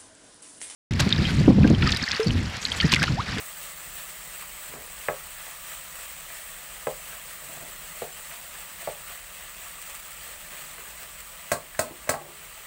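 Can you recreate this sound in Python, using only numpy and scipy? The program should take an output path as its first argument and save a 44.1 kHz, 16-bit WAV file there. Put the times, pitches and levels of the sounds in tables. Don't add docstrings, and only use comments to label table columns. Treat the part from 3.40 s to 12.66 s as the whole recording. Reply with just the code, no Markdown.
import sys
import numpy as np
from scipy import signal
from scipy.fft import rfft, irfft, next_fast_len
from scipy.io import wavfile
from scipy.ndimage import uniform_filter1d

SR = 44100
rng = np.random.default_rng(int(sys.argv[2]) if len(sys.argv) > 2 else 0)


def makeup_ratio(level_db):
    decades = np.asarray(level_db, float) / 20
    return 10 ** decades


def bounce(signal):
    frames = np.transpose(np.atleast_2d(signal))
    limited = np.clip(frames, -1, 1)
    pcm = np.round(limited * 32767).astype(np.int16)
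    wavfile.write(sys.argv[1], SR, pcm)


N = 408366

# (frequency [Hz], density [dB per Hz])
SPRAY_SPECTRUM = [(900, -8), (1940, 1), (3400, -6), (4200, -5), (5350, -9), (6880, -5), (8130, 4),
                  (9850, -6), (11800, -9), (13400, -6), (14500, -2), (15750, 5)]
# (frequency [Hz], density [dB per Hz])
CRACKLE_SPECTRUM = [(600, -25.5), (865, 12.5), (1010, -6.5), (1150, 9.5), (1500, 3.5), (1950, 8),
                    (2300, 4.5), (2700, 5.5), (3100, 3.5), (3600, -1), (4200, -4), (5000, -11.5)]
# (frequency [Hz], density [dB per Hz])
LOW_SPECTRUM = [(12, -54), (20, -2), (54, -6), (77, -14.5), (108, -22.5), (157, -9), (253, -22),
                (406, -12.5), (448, -13), (583, -7), (721, -8.5), (863, -19.5), (1000, -2), (1300, -50.5),
                (2200, -120)]
# (frequency [Hz], density [dB per Hz])
RIM_SPECTRUM = [(2500, -19), (3200, -15.5), (4350, -7.5), (5910, -12), (7560, -4), (8230, -0.5),
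                (11400, -15), (14000, -15), (15700, -3.5)]

# (frequency [Hz], level [dB], decay t60 [s])
POT_MODES = [(148.6, -6.5, 0.84), (226, -1, 0.13), (350, 13.5, 0.083), (418.8, 2.5, 0.31), (488, 0, 0.22),
             (542.9, -3.5, 0.51), (608, 3, 0.23), (688, 14.5, 0.14), (806, 14, 0.16), (894, 7, 0.28)]
# (frequency [Hz], level [dB], decay t60 [s])
BLADE_MODES = [(1096, 6, 0.026), (1314, 3, 0.034), (1621, 13.5, 0.013), (1878, 14, 0.0092),
               (2150, -6, 0.12), (2440, 0, 0.031)]
# (frequency [Hz], decay t60 [s])
KITCHEN_DECAY = [(100, 0.033), (600, 0.19), (2000, 0.2), (8000, 0.034), (15000, 0.017)]
# (frequency [Hz], decay t60 [s])
SCATTER_DECAY = [(100, 0.17), (330, 0.45), (520, 0.34), (850, 0.48), (2000, 0.19), (3000, 0.23)]

# (time [s], level [dB])
HEAT = [
    (0, 2.5),
    (1.6, 0.5),
    (2.4, 1.1),
    (4.4, 1),
    (5.9, -1.3),
    (7.0, 0),
    (7.9, -1.2),
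    (9.26, -2.5),
]
# (time [s], level [dB])
LEAN = [(0, 0.5), (.44, 2.5), (.74, 0.5), (1.03, 2), (1.75, 0), (3.8, 1.3), (4.18, 5), (4.8, 0), (5.44, 3),
        (5.8, -1.5), (6.6, 1), (6.8, 0), (7.17, 3.5), (8.0, -1.5), (8.2, 6.5), (8.46, 2), (8.85, 5.5),
        (9.26, -3.5)]
# (time [s], flare [dB])
STROKES = [(.25, 4.3), (.6, 4.5), (.99, 4.7), (1.29, 1.8), (1.66, 3), (2.07, 2.5), (2.33, 6.5), (2.64, 4.5),
           (2.97, 3), (3.19, 1.7), (3.49, 1.6), (3.75, 2.2), (4.09, 1.5), (4.61, 4), (4.93, 4), (5.2, 5),
           (5.47, 4), (5.72, 5.2), (6.03, 3.3), (6.26, 4), (6.53, 3.5), (6.88, 3.5), (7.18, 4), (7.42, 1),
           (9.0, 1.2)]
# (time [s], peak [dB])
SPITS = [(.057, -24), (.225, -36), (.582, -32), (1.28, -24), (1.61, -41), (1.828, -30), (2.053, -30),
         (2.2777, -41), (2.69, -33), (2.942, -37), (3.469, -28), (3.74, -30), (4.039, -25), (4.27, -29),
         (5.021, -29), (5.176, -28), (5.412, -24), (5.73, -34), (6.413, -24), (6.462, -25), (6.494, -27.5),
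         (6.543, -23), (6.5924, -27), (6.706, -27), (6.866, -33), (7.1272, -38), (7.582, -36), (7.619, -25),
         (7.8, -27), (8.348, -34)]
# (time [s], peak [dB], thump [dB], body [Hz])
SHOVES = [(.47, -44, 0, 455), (1.295, -42, 3, 424), (1.335, -33.5, -12, 515), (1.369, -40, -17, 700),
          (4.02, -41.5, -9, 580), (4.088, -38, -1, 670), (4.169, -41, -3, 603), (4.21, -37.5, -7, 610),
          (7.624, -43, -12, 560)]
# (time [s], peak [dB], hardness [dB], thump [dB], body [Hz])
BOUNCES = [
    (1.022, -34, -9, -17, 1190),
    (8.346, -31, -8, -35, 1720),
    (8.505, -32.5, -23, -11, 330),
    (8.672, -29, -3, -20, 594),
    (8.738, -19, -4, -16, 790),
]
# (start [s], length [s], level [dB])
RUBS = [
    (1.288, 0.11, -48),
    (4.06, 0.28, -55),
    (5.404, 0.051, -49.5),
    (7.097, 0.074, -56),
    (8.79, 0.16, -50.5),
    (8.46, .08, -48),
]
# (time [s], peak [dB], hardness [dB], ring factor [ratio], body [Hz])
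STABS = [
    (1.683, -10, -1.5, 0.68, 553),
    (3.468, -16, -9, 0.57, 537),
    (4.618, -20.5, -19, 0.67, 504),
    (5.472, -18.5, -14, .65, 593),
]
# (time [s], peak [dB], body [Hz])
TICKS = [(2.064, -30.5, 710), (2.315, -33, 704), (2.635, -40, 690), (2.9, -31.5, 710), (3.728, -30.5, 670),
         (4.912, -34.5, 700), (5.409, -37, 690), (7.126, -33, 570), (7.17, -38, 616), (7.38, -30, 453)]
# (time [s], peak [dB])
RAPS = [
    (8.115, -11),
    (8.39, -10),
    (8.69, -9.3),
]
# (time [s], peak [dB])
SETTLES = [
    (8.799, -38),
    (8.879, -44),
]
# (time [s], low edge [Hz], high edge [Hz])
CHANNEL_SPLITS = [(1.99, 4200, 5300), (1.99, 13600, 15800), (2.18, 10300, 12500), (4.33, 5000, 7000),
                  (4.33, 12400, 14600), (4.54, 9600, 11100), (4.73, 5600, 8400), (5.94, 7500, 9800),
                  (7.31, 5000, 6400), (7.31, 10300, 11800), (8.395, 4200, 15800), (8.7, 4700, 15800)]

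RUMBLE_DB, FIZZ_DB, CRACKLE_DB, SLOSH_DB, ROCK_DB = -57.5, -37.5, -47, -55.5, -61.5
SPLIT_HZ = 4700
FLARE_S = 0.048
SPIT_S = 0.013
DUCK_FROM_DB, DUCK_SHARE, RECOVER_DB_PER_S = -37.5, 0.26, 50
EDGE_HZ = 15770


def evened(x):
    return x / np.sqrt(np.mean(x ** 2) + 1e-20)


def read(points, hz):
    f, value = np.transpose(points)
    return np.interp(np.log(hz + 1), np.log(f + 1), value)


def add(mix, s, sound):
    part = mix[round(s * SR):][:len(sound)]
    part += sound[:len(part)]


def coloured(x, points, lo_hz=0, hi_hz=SR):
    hz = abs(np.fft.fftfreq(8192, 1 / SR))
    cut = 1 / np.sqrt((1 + (lo_hz / (hz + 1)) ** 8) * (1 + (hz / hi_hz) ** 8))
    log_gain = np.log(makeup_ratio(read(points, hz)) * cut + 1e-5)
    taps = np.fft.ifft(np.exp(np.conj(signal.hilbert(log_gain)))).real[:4096]
    return signal.oaconvolve(x, taps)[:len(x)]


def wander(top_hz):
    z = rfft(rng.standard_normal(next_fast_len(N)))
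    hz = np.arange(len(z)) * SR / 2 / len(z)
    return evened(irfft(z * (hz > 1) / (1 + (hz / top_hz) ** 2))[:N])


def rumble():
    noise = evened(coloured(rng.standard_normal(N), LOW_SPECTRUM, lo_hz=30.2, hi_hz=105))
    return makeup_ratio(RUMBLE_DB + 0.72 * wander(5.6)) * noise


def bubbles(per_s, spread_db):
    size = makeup_ratio(spread_db * np.minimum(rng.exponential(1, N), 4)) * rng.standard_normal(N)
    return evened(size * (rng.random(N) < per_s / SR))


def patchy(x, depth_db):
    z = signal.stft(x, nperseg=512)[2]
    patches = uniform_filter1d(rng.standard_normal(z.shape), size=3, axis=0)
    patches = uniform_filter1d(patches, size=5, axis=1)
    return signal.istft(z * makeup_ratio(depth_db * evened(patches)), nperseg=512)[1][:N]


def spitting():
    swarm = np.zeros(N)
    t = np.arange(0, .15, 1 / SR)
    for s, db in SPITS:
        add(swarm, s, makeup_ratio(db - 6.0) * np.exp(-t / SPIT_S) * (1 - np.exp(-t / 0.0029)))
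    return swarm * evened(coloured(bubbles(9900, spread_db=5.5), SPRAY_SPECTRUM, lo_hz=890))


def frying():
    t = np.arange(N) / SR
    heat = np.interp(t, *np.transpose(HEAT))
    lean = np.interp(t, *np.transpose(LEAN))
    coarse = t[::64]
    flare = np.interp(t, coarse, sum(db * np.exp(-.5 * ((coarse - s) / FLARE_S) ** 2) for s, db in STROKES))
    fizz_db = FIZZ_DB + 1.1 * heat + 0.52 * flare
    crackle_db = CRACKLE_DB + 0.56 * heat + 0.65 * flare
    slosh_db = SLOSH_DB + 0.49 * heat + 0.44 * flare + 0.067 * lean
    rock_db = ROCK_DB + lean
    gust_db = 0.51 * wander(10) + 0.46 * wander(160)
    blur = makeup_ratio(uniform_filter1d(gust_db, size=900))

    pops = bubbles(6000, spread_db=1.0) * makeup_ratio(gust_db) + makeup_ratio(2.5) * blur * rng.standard_normal(N)
    own = [makeup_ratio(0.11 * wander(2.9)) for _ in range(4)]
    fizz = evened(coloured(patchy(pops, depth_db=1.6), SPRAY_SPECTRUM, lo_hz=SPLIT_HZ))
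    juice = evened(patchy(pops, depth_db=1.33))
    crackle = evened(coloured(juice, CRACKLE_SPECTRUM, lo_hz=1000, hi_hz=SPLIT_HZ))

    wet = bubbles(1500, spread_db=1.0) * makeup_ratio(0.44 * gust_db) + makeup_ratio(-0.5) * blur * rng.standard_normal(N)
    slosh = evened(coloured(evened(wet) + 1.13 * juice, LOW_SPECTRUM, lo_hz=330, hi_hz=945))
    rock = evened(coloured(wet, LOW_SPECTRUM, lo_hz=117, hi_hz=340))
    bright = makeup_ratio(fizz_db) * own[0] * fizz + makeup_ratio(crackle_db) * own[1] * crackle
    deep = makeup_ratio(slosh_db) * own[2] * slosh + makeup_ratio(rock_db) * own[3] * rock
    return bright + deep + spitting()


def rung(t, hz, db, t60):
    return (makeup_ratio(db - 60 * t[:, None] / t60) * np.sin(2 * np.pi * np.outer(t, hz))).sum(1)


def knock(db, hard_db, thump_db, ring, body_hz, pot_db=0, scatter_db=0):
    t = np.arange(0, .4, 1 / SR)
    hz, mode_db, t60 = np.transpose(BLADE_MODES)
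    blade_db = mode_db + hard_db * hz / 1700 - 13
    blade = rung(t, hz * (1 + 0.032 * rng.standard_normal(len(hz))), blade_db, np.minimum(t60, .04))
    spot = rung(t, np.array([1, 1.4, 1.9]) * body_hz, np.array([0, -8, .3 * hard_db - 12]), .022)
    contact = (blade + spot) * (1 - np.exp(-t / .0004))
    pulse = coloured(contact, [(0, 0), (SR, 0)], lo_hz=.75 * min(body_hz, 600), hi_hz=2900)
    thump = rung(t, [95, 140, 240], thump_db + np.array([-8, .1, 1.5]), np.array([.08, .05, .04]))
    pulse = pulse + thump * (1 - np.exp(-t / 0.0025))

    hz, mode_db, t60 = np.transpose(POT_MODES)
    near_db = read([(150, thump_db + 8), (300, thump_db), (.75 * body_hz, -5), (body_hz, 0),
                    (1.6 * body_hz, -14)], hz)
    pot_hz = hz * (1 + 0.0055 * rng.standard_normal(len(hz)))
    pot = rung(t, pot_hz, mode_db + near_db + pot_db - 22.0, t60 * ring)

    f, frame_s, z = signal.stft(rng.standard_normal(len(t)), SR, nperseg=256)
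    decay = makeup_ratio(-60 * frame_s / (ring * read(SCATTER_DECAY, f))[:, None])
    scatter = signal.istft(z * decay, SR, nperseg=256)[1][:len(t)] * (1 - np.exp(-t / 0.0059))
    echoes = makeup_ratio(scatter_db - 29.5) * signal.oaconvolve(pulse, scatter)[:len(t)]
    body = pulse + pot * (1 - np.exp(-t / 0.0058)) + echoes
    return -makeup_ratio(db) * body / abs(body).max()


def blows():
    rows = [(s, db, -4.5, thump_db, 1.3, hz) for s, db, thump_db, hz in SHOVES]
    rows += [(s, db, hard_db, thump_db, .7, hz) for s, db, hard_db, thump_db, hz in BOUNCES]
    rows += [(s, db, hard_db, -20, ring, hz, 3.5, -4.5) for s, db, hard_db, ring, hz in STABS]
    rows += [(s, db, 8.5, -18, 1.1, hz) for s, db, hz in TICKS]
    rows += [(s, db, -1.5, -14, .7, 622, -3.5, .6) for s, db in RAPS]
    rows += [(s, db, -14.5, -24, 2.5, 425, 9.5, -8) for s, db in SETTLES]
    mix = np.zeros(N)
    for s, *blow in rows:
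        add(mix, s + 0.001926, knock(*blow))
    for s, db in RAPS:
        add(mix, s + .0015, clang(db - 8.0))
    return coloured(mix, [(0, 0), (SR, 0)], lo_hz=65)


def room(x):
    at = np.arange(120, SR // 2 - 20, 20)
    taps = np.zeros(SR // 2)
    taps[at + rng.integers(0, 20, len(at))] = rng.choice([-1., 1.], len(at))
    hz, t, z = signal.stft(taps, SR, nperseg=256)
    decay = makeup_ratio(-60 * t / read(KITCHEN_DECAY, hz)[:, None])
    tail = signal.istft(z * decay, SR, nperseg=256)[1]
    return signal.oaconvolve(x, tail / np.linalg.norm(tail))[:N]


def rubbing():
    stroke = np.zeros(N)
    for s, length, db in RUBS:
        add(stroke, s, makeup_ratio(db) * np.hanning(round(length * SR)) ** .5)
    return stroke * evened(coloured(bubbles(900, spread_db=2.5), LOW_SPECTRUM, lo_hz=290, hi_hz=836))


def clang(db):
    t = np.arange(0, .3, 1 / SR)
    shape = (np.exp(-t / 0.0031) + .5 * np.exp(-t / 0.027)) * (1 - np.exp(-t / 0.0017))
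    shimmer = shape * evened(coloured(rng.standard_normal(len(t)), RIM_SPECTRUM, lo_hz=2500))
    return makeup_ratio(db + 3.5) * (shimmer + rung(t, [4270], -31.5, 0.31))


def scene():
    hits = blows()
    echo = makeup_ratio(-19) * room(hits)
    return np.tile(rumble() + frying() + hits + echo + rubbing(), (2, 1))


def ducked(x):
    treble = signal.sosfilt(signal.butter(2, 4000, "high", fs=SR, output="sos"), x[0])
    power_db = 10 * np.log10(abs(uniform_filter1d(treble ** 2, size=900)) + 1e-12)
    fall = np.arange(N) * RECOVER_DB_PER_S / SR
    held_db = np.maximum.accumulate(power_db + fall) - fall
    over_db = np.maximum(held_db - DUCK_FROM_DB, 0)
    lag = np.exp(-1 / (0.061 * SR))
    return x / makeup_ratio(DUCK_SHARE * signal.lfilter([1 - lag], [1, -lag], over_db))


def parted():
    """Empty and unused: channel_difference, below, sets the two channels apart."""


def channel_difference(heard_by_capsule):
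    side, window = np.zeros(N), np.hanning(1500)
    for s, lo_hz, hi_hz in CHANNEL_SPLITS:
        band = signal.butter(12, [lo_hz, hi_hz], "band", fs=SR, output="sos")
        heard = signal.sosfilt(band, heard_by_capsule[round(s * SR) - 750:][:len(window)])
        level = np.sqrt(abs(uniform_filter1d(heard ** 2, size=200)))
        noise = evened(signal.sosfilt(band, rng.standard_normal(len(window))))
        add(side, s - 750 / SR, window * level * noise)
    return side


def top_cut(x):
    return signal.sosfilt(signal.butter(12, 17130, fs=SR, output="sos"), x)


def record(dry):
    dry = ducked(dry)
    side = channel_difference(dry[0])
    both = dry + makeup_ratio(-6.5) * np.array([side, -side])
    low_pass = signal.firwin(801, EDGE_HZ, window=("kaiser", 9), fs=SR)
    both = signal.oaconvolve(both, low_pass[None], "same")
    return top_cut(both)


dry = scene()
out = record(dry)
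bounce(out)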